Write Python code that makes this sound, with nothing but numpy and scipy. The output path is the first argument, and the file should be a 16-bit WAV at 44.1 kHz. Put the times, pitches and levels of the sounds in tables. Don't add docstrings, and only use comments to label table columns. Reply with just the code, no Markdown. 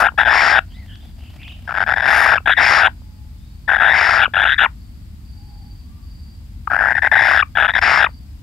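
import sys
import numpy as np
from scipy import signal
from scipy.fft import rfft, irfft, next_fast_len
from scipy.io import wavfile
from scipy.ndimage import uniform_filter1d, minimum_filter1d

SR = 44100
rng = np.random.default_rng(int(sys.argv[2]) if len(sys.argv) > 2 else 0)


def inscribe(sig):
    pcm = np.round(np.clip(np.atleast_2d(sig).T, -1, 1) * 32767)
    wavfile.write(sys.argv[1], SR, pcm.astype(np.int16))


N = 371322
T = np.arange(N) / SR
FFT_SIZE = next_fast_len(N, True)
FREQS = np.arange(FFT_SIZE // 2 + 1) * SR / FFT_SIZE


def undb(db):
    return 10 ** (np.asarray(db) / 20)


def noise():
    return rng.standard_normal(N)


def unit(x):
    return x / np.std(x)


def even(x, span_s=.024):
    size = max(int(span_s * SR), 2)
    power = uniform_filter1d(uniform_filter1d(x * x, size), size // 2)
    return x / np.sqrt(np.abs(power) + 1e-9)


def filtered(x, gain):
    return irfft(rfft(x, FFT_SIZE) * gain, FFT_SIZE)[:N]


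def colour(x, points, power=1):
    hz, db = np.transpose(points)
    return filtered(x, undb(power * np.interp(np.log(np.maximum(FREQS, 1)), np.log(hz), db)))


def band(x, hz, width_hz):
    return filtered(x, np.exp(-.5 * np.minimum(((FREQS - hz) / width_hz) ** 2, 100)))


def wander(hz, width_hz):
    return unit(band(noise(), hz, width_hz))


def phase_of(hz):
    return 2 * np.pi * np.cumsum(hz) / SR


def gate(start, end, edge_s):
    return np.clip(np.minimum(T - start, end - T) / edge_s, 0, 1)


# start and end in seconds, level in dB, swell time in seconds.
SYLLABLES = [(0, 0.08, -12, 0.0013), (0.176, 0.225, -11, 0.014), (0.223, 0.244, -16.5, 0.0013),
             (0.248, 0.598, -11.5, 0.027), (1.675, 1.735, -25, 0.0023), (1.739, 1.847, -16.5, .055),
             (1.862, 1.951, -16, .025), (1.958, 2.017, -17.5, .008), (2.018, 2.352, -11, 0.068),
             (2.354, 2.376, -15, .002), (2.457, 2.541, -12.5, 0.014), (2.567, 2.879, -11, 0.012),
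             (3.677, 3.71, -11, 0.022), (3.711, 3.775, -13.5, 0.0016), (3.779, 4.25, -12, 0.0348),
             (4.335, 4.551, -14.5, .022), (4.578, 4.656, -12.5, .009), (6.699, 6.783, -16, .02),
             (6.787, 6.933, -15, 0.0021), (6.95, 6.996, -15.5, .003), (7.019, 7.086, -14, 0.0022),
             (7.114, 7.416, -11.5, .002), (7.552, 7.671, -14, .02), (7.677, 7.719, -16, .005),
             (7.736, 7.796, -13.5, 0.013), (7.813, 8.06, -11.5, .014)]


def pressure(swell_db=7.5, release_db=4, release_s=.012):
    start, end, level_db, swell_s = np.transpose(SYLLABLES)
    k = np.searchsorted(start[1:], T)
    rising = np.clip(1 - (T - start[k]) / swell_s[k], 0, 1)
    sinking = np.clip(1 - (end[k] - T) / release_s, 0, 1)
    return level_db[k] - swell_db * rising - release_db * sinking


# start and end in seconds, nominal foot and crest pitch in Hz, crest time, rise
# and fall in seconds, then growl, first and last overtone and shut-bill rasp in dB against the whistle.
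BEGS = [(0, 0.05, 1551, 1543, .05, 0.046, .03, -6, -28.5, -12, -40.5),
        (0.176, 0.59, 1559, 1742, .41, 0.098, 0.068, -8, -13.5, -8.5, -33.5),
        (1.679, 2.377, 1470, 1680, 2.09, 0.31, 0.22, -8.5, -20.5, -13, -28),
        (2.457, 2.878, 1554, 1749, 2.62, .07, .13, -9, -9.5, -4.5, -42.5),
        (3.678, 4.245, 1590, 1806, 3.96, 0.089, 0.099, -10, -21.5, -1, -39),
        (4.332, 4.649, 1543, 1682, 4.53, .07, .06, -10.5, -10, -8, -43.5),
        (6.699, 7.419, 1511, 1771, 7.15, .3, .2, -10, -42.5, -8.5, -34.5),
        (7.554, 8.066, 1521, 1816, 7.83, .13, .15, -9.5, -12, -4.5, -39)]


def begging():
    hz, growl_db, overtone_db, rasp_db = np.zeros((4, N))
    under_way = np.searchsorted([row[0] for row in BEGS[1:]], T + .01)
    for k, (start, end, foot, crest, crest_s, rise, fall, growl, first, last, rasp) in enumerate(BEGS):
        now = under_way == k
        since = T[now] - crest_s
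        hz[now] = foot + (crest - foot) * np.exp(-(since / np.where(since < 0, rise, fall)) ** 2)
        overtone_db[now] = np.interp(T[now], [start, end], [first, last])
        growl_db[now], rasp_db[now] = growl, rasp
    return hz, growl_db, overtone_db, rasp_db


# start and end in seconds, open-bill rasp and hiss in dB against the whistle.
GAPES = [(-.2, .075, -15.5, -6), (0.254, 0.602, -13, -38), (1.999, 2.384, -19.5, -27.5),
         (2.54, 2.879, -12.5, -34), (3.875, 4.264, -16, -38), (7.16, 7.429, -21.5, -37),
         (7.719, 8.075, -15, -42.5)]


def gape():
    opening, rasp_db, hiss_db = np.zeros((3, N))
    for start, end, rasp, hiss in GAPES:
        now = (T > start) & (T < end)
        opening[now] = np.sin(np.pi * (T[now] - start) / (end - start)) ** 1.25
        rasp_db[now], hiss_db[now] = rasp, hiss
    return opening, rasp_db, hiss_db


# start and end in seconds, change of the growl in dB.
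CLEARINGS = [(2.51, 2.58, -24.5), (4.474, 4.62, -14), (6.919, 7.04, -4.5), (7.365, 7.438, -8.5),
             (7.695, 7.792, -2.5)]


def articulation(open_sag_db=-1.92, open_overtone_db=-18, shut_hiss_db=-43, wobble=.02, lift=.05):
    hz, growl_db, overtone_db, rasp_db = begging()
    opening, wide_rasp_db, wide_hiss_db = gape()
    wide = np.minimum(opening / .68, 1)
    tight = sum(np.exp(-np.abs(T - (start + end) / 2) / .025) for start, end, _ in SQUEAKS)
    level_db = pressure() + open_sag_db * wide
    hz *= 1 + lift * tight + wobble * wander(0, 24.97)
    growl_db += sum(db * gate(start, end, .02) for start, end, db in CLEARINGS)
    overtone_db += (open_overtone_db - overtone_db) * wide
    rasp_db += (wide_rasp_db - rasp_db) * wide
    hiss_db = shut_hiss_db + (wide_hiss_db - shut_hiss_db) * opening ** 1.3
    return level_db, hz, growl_db, overtone_db, rasp_db, hiss_db


def flutter(hoarse, chip_hz=114, screech_hz=200):
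    chips = np.sqrt(2) * np.sin(phase_of(chip_hz * (1 + .31 * wander(0, 45))))
    chips += .65 * even(wander(45, 25), .04)
    screech = wander(screech_hz, 137.8) + .56 * even(wander(40, 40), .033)
    return np.sqrt(1 - hoarse) * unit(chips) + np.sqrt(hoarse) * unit(screech)


# frequency in Hz, gain in dB.
GROWL_SPECTRUM = [(150, -11), (400, -12), (520, -13), (640, -0.5), (820, 3), (1050, 0), (1400, -13),
                  (2200, -43)]


def throat_growl(phase, breaking):
    subharmonic = np.sin(phase / 2 + .7 * wander(0, 200))
    return colour(breaking * (subharmonic + .9 * wander(700, 450)), GROWL_SPECTRUM)


# frequency in Hz, gain in dB.
OVERTONE_SPECTRUM = [(1500, -26), (2100, 9.5), (2600, 3), (3150, -12), (3500, -2), (3850, -3.5),
                     (4300, -32), (6000, -57.5)]
TURBULENCE_SPECTRUM = [(1500, -21.5), (2100, 8.5), (2500, 5.5), (3150, -15.5), (3500, 1), (3900, -9),
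                       (4400, -31.5), (6000, -42.5)]


def throat_overtone(phase, flow, breaking, hoarse, growl_db):
    chaos = np.clip((growl_db + 16.5) / 12, .1, 1)
    octave = colour(flow * (1 - .58 * hoarse) * np.sin(2 * phase), OVERTONE_SPECTRUM)
    turbulence = colour(breaking * wander(3100, 1100), TURBULENCE_SPECTRUM)
    return octave + (.88 * chaos + .077 * hoarse) * turbulence


# frequency in Hz, gain in dB.
RASP_SPECTRUM = [(2000, -22), (2600, -7), (3300, -5.5), (4200, -10.5), (4700, -6.5), (5200, 0),
                 (5600, -10.5), (6000, -21.5), (6700, -18.5), (8200, -28.5), (9500, -30), (11000, -45)]
HISS_SPECTRUM = [(4000, -41.5), (6000, -1), (8300, -13), (9800, 0), (11000, -5.5), (12500, -8),
                 (15500, -19.5)]


def chick():
    level_db, hz, growl_db, overtone_db, rasp_db, hiss_db = articulation()
    hoarse = np.clip((rasp_db + 29.5) / 16, .06, .95)
    effort = np.clip((level_db + 16.5) / 4, 0, 1.4)
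    slack = np.clip(sum(np.exp(-((T - start - .004) / .004) ** 2) for start, *_ in SYLLABLES), 0, 1)
    tension = (1 - slack) * flutter(hoarse) - .6 * slack
    choke = 3.5 - 2.7 * hoarse
    flow = 1 / (1 + np.exp(choke * (tension + .5 - 1.05 * effort - .5 * hoarse))) + .04
    swing = (.12 + .065 * hoarse) * tension + (.022 + .04 * hoarse) * wander(0, 450)
    centre = .068 + .07 * np.maximum(1 - effort, -.2) * (1 - hoarse)
    phase = phase_of(hz * np.exp(centre + swing))
    breath = (.1 + .3 * hoarse) * flow * wander(1900, 650)
    whistle = even(flow * (np.sin(phase) + breath))
    breaking = flow / (1 + np.exp(1.4 * (tension + .5)))
    growl = undb(growl_db) * even(throat_growl(phase, breaking))
    overtone = undb(overtone_db) * even(throat_overtone(phase, flow, breaking, hoarse, growl_db))
    rasp = undb(rasp_db) * even(colour(flow * (.41 * np.sin(3 * phase) + noise()), RASP_SPECTRUM))
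    hiss = undb(hiss_db) * even(colour((flow + .2 * hoarse) * noise(), HISS_SPECTRUM))
    envelope = undb(level_db) * sum(gate(start, end, .003) for start, end, *_ in SYLLABLES)
    return envelope * (whistle + growl + overtone + rasp + hiss) + squeaks(hz, tension, flow)


# frequency in Hz, left minus right in dB, left lead in radians.
VOICE_BALANCE = [(400, 4.5, .35), (750, 1, .35), (1130, 9.5, 1.25), (1650, 12, 0), (2100, 9, 0),
                 (2570, 3.5, .3), (3100, 5.5, .2), (3500, -.5, .35), (4200, -3.5, -1.2), (4700, 4.5, 1),
                 (5400, -7, .3), (6500, 25, .7), (9500, 21, 1), (13000, 5.5, 1)]


def spread(x):
    hz, db, lead = np.transpose(VOICE_BALANCE)
    ratio = undb(np.interp(FREQS, hz, db)) * np.exp(1j * np.interp(FREQS, hz, lead))
    left = filtered(x, 2 * ratio / (1 + ratio))
    return np.array([left, 2 * x - left])


def reverberate(x, t60_s, wet_db):
    t = T[:SR // 2]
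    tail = rng.standard_normal((2, len(t))) * undb(-60 * t / t60_s)
    tail /= np.sqrt(np.sum(tail ** 2, axis=1, keepdims=True))
    return x + undb(wet_db) * signal.fftconvolve(x, tail, axes=1)[:, :N]


# frequency in Hz, relative spectral density in dB.
HUM_SPECTRUM = [(11, -31), (21, -30.5), (32, -16.5), (43, 0.5), (54, -1), (75, -3.5), (90, -3),
                (120, -11.5), (170, -15.5), (235, -16.5), (300, -25), (400, -40.5), (600, -50.5),
                (1200, -110)]


def hum(rumble_db=-36.5, tone_hz=72, tone_db=-43, side_db=-13):
    middle = unit(colour(noise(), HUM_SPECTRUM)) * undb(rumble_db + .21 * wander(0, .74))
    middle += undb(tone_db) * np.sqrt(2) * np.sin(phase_of(tone_hz * (1 + .0404 * wander(0, 8.5))))
    side = undb(rumble_db + side_db) * unit(colour(noise(), HUM_SPECTRUM))
    return np.array([1.07 * middle + side, .95 * middle - side])


# frequency in Hz, relative spectral density in dB.
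AIR_SPECTRUM = [(250, -8), (450, 1), (850, 4), (1200, 0), (2500, -1), (4200, -2.5), (4900, .5),
                (5800, -10.5), (7000, -14), (8200, -13), (9500, -12.5), (12000, -8.5), (15500, -10)]
# frequency in Hz, left minus right in dB.
AIR_BALANCE = [(3000, 0), (5500, 8.5), (7500, 24), (9500, 14.5), (11500, -13), (15000, -3)]


def air(gain_db=-57):
    sides = [colour(unit(colour(noise(), AIR_SPECTRUM)), AIR_BALANCE, power) for power in (.5, -.5)]
    return undb(gain_db) * np.array(sides)


# start and length in seconds, first and last pitch in Hz,
# level in dB, octave in dB against the fundamental.
YELPS = [(0.08, 0.015, 1722, 1247, -18.5, -14.5), (2.378, 0.0076, 1363, 1356, -18, -3.5),
         (2.878, 0.0057, 975, 814, -16, -9), (4.254, 0.0082, 1723, 1492, -15, -8),
         (4.263, 0.005, 1425, 1124, -20, -4.5), (4.652, 0.016, 1542, 770, -16.5, -2.5),
         (6.673, 0.0085, 1644, 956, -18, -25), (7.423, 0.01, 1380, 1278, -15, -4.5),
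         (8.06, 0.014, 1456, 785, -18, -3.5)]


def yelps():
    out, shake = np.zeros(N), wander(0, 370)
    for start, length, first, last, db, octave_db in YELPS:
        phase = phase_of(np.interp(T, [start, start + length], [first, last]) * (1 + .08 * shake))
        swell = np.sin(np.pi / 2 * gate(start, start + length, length / 3)) * undb(db - 2.5 * shake)
        out += swell * np.sqrt(2) * (np.sin(phase) + undb(octave_db) * np.sin(2 * phase))
    return out


# time in seconds, relative peak level in dB, centre frequency in Hz.
TICKS = [(0.121, -20, 813), (0.142, -25.5, 683), (0.956, -24, 3250), (1.417, -24, 2360), (1.432, -21, 2580),
         (1.48, -19.5, 2780), (2.404, -24.5, 695), (2.897, -32, 851), (3.019, -34, 850),
         (4.279, -15.5, 657), (8.09, -22.5, 640)]


def ticks(decay_s=.0013, gain_db=-9):
    out = np.zeros(N)
    for start, db, hz in TICKS:
        burst = noise() * (T > start) * np.exp(-np.abs(T - start) / decay_s)
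        knock = band(burst, hz, .45 * hz)
        out += undb(db + gain_db) * knock / np.abs(knock).max()
    return out


# start and end in seconds, level in dB.
SHUFFLES = [(0.603, 1.13, -57.5), (1.151, 1.718, -53)]
# frequency in Hz, gain in dB.
LITTER_SPECTRUM = [(200, 1), (300, 5), (450, -8.5), (700, 3), (1100, -9.5), (2500, -5.5), (4000, -11.5),
                   (5500, -18), (8000, -22.5), (12000, -22)]


def shuffles(grain_db=4):
    level = sum(undb(db) * gate(start, end, .035) for start, end, db in SHUFFLES)
    grains = noise() * undb(grain_db * wander(0, 60))
    return level * unit(colour(grains, LITTER_SPECTRUM))


# start and end in seconds, first, middle and last pitch in Hz,
# level in dB, hoarseness as a fraction of the pitch.
FAR_CALLS = [(0.692, 0.782, 2980, 3190, 4100, -51, 0.045), (0.723, 0.876, 1800, 2135, 1710, -49.5, 0.022),
             (0.643, 0.872, 4450, 4561, 4300, -60, 0.049), (0.865, 0.984, 3140, 3090, 3400, -45, 0.0516),
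             (0.867, 0.972, 1750, 1680, 1610, -50, 0.069), (0.965, 1.105, 3050, 3430, 3680, -53.5, 0.0558),
             (1.17, 1.357, 2700, 2900, 2900, -51, 0.087), (1.373, 1.57, 2227, 2907, 2907, -39, 0.1),
             (2.901, 3.424, 850, 850, 854, -59.5, 0.021), (3.35, 3.55, 3474, 3684, 3894, -63.5, 0.025),
             (5.287, 5.779, 845, 830.7, 830, -56, 0.054), (5.766, 6.12, 1114, 1160, 1150, -62, 0.035)]
# start and end in seconds, centre frequency in Hz, level in dB.
FAR_TRILLS = [(.9, 1.6, 4750, -70), (2.9, 3.3, 4750, -69), (3.38, 3.7, 4500, -69), (4.7, 5.1, 4520, -69),
              (5.18, 5.92, 4650, -61.5), (5.98, 6.44, 4680, -59.5), (8.02, 8.28, 4680, -60.5)]


def far_birds(trill_hz=24):
    calls, waver = np.zeros(N), wander(0, 200)
    for start, end, first, middle, last, db, rough in FAR_CALLS:
        hz = np.interp(T, [start, (start + end) / 2, end], [first, middle, last])
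        envelope = undb(db) * gate(start, end, (end - start) / 3)
        calls += envelope * np.sin(phase_of(hz * (1 + rough * waver)))
    throb = 1 + .55 * np.sin(phase_of(trill_hz * (1 + .08 * wander(0, 4))))
    trills = sum(undb(db) * gate(start, end, .12) * wander(hz, 150) for start, end, hz, db in FAR_TRILLS)
    return reverberate(np.array([calls + throb * trills] * 2), t60_s=.5, wet_db=-4)


# start and end in seconds, gain in dB.
SQUEAKS = [(2.537, 2.592, -28.5), (4.549, 4.576, -28.5), (6.94, 6.949, -14.5), (7.718, 7.743, -32)]


def squeaks(hz, tension, flow):
    envelope = sum(undb(db) * gate(start, end, .012) for start, end, db in SQUEAKS)
    tone = np.sqrt(2) * np.sin(phase_of(hz * (1.2 + .17 * tension)))
    return envelope * tone * (flow + .26)


def scene():
    near = spread(chick() + yelps()) + ticks() + shuffles()
    return reverberate(near, t60_s=.13, wet_db=-19.5) + far_birds() + hum() + air()


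def record(dry):
    window, ceiling, top_hz = SR // 250, 1.09, 15700
    gain = 1 / np.maximum(np.abs(dry).max(axis=0) / ceiling, 1)
    gain = uniform_filter1d(minimum_filter1d(gain, window), window)
    low_pass = signal.ellip(12, .2, 60, top_hz, fs=SR, output="sos")
    return signal.sosfilt(low_pass, np.clip(dry * gain, -1, 1))


dry = scene()
out = record(dry)
inscribe(out)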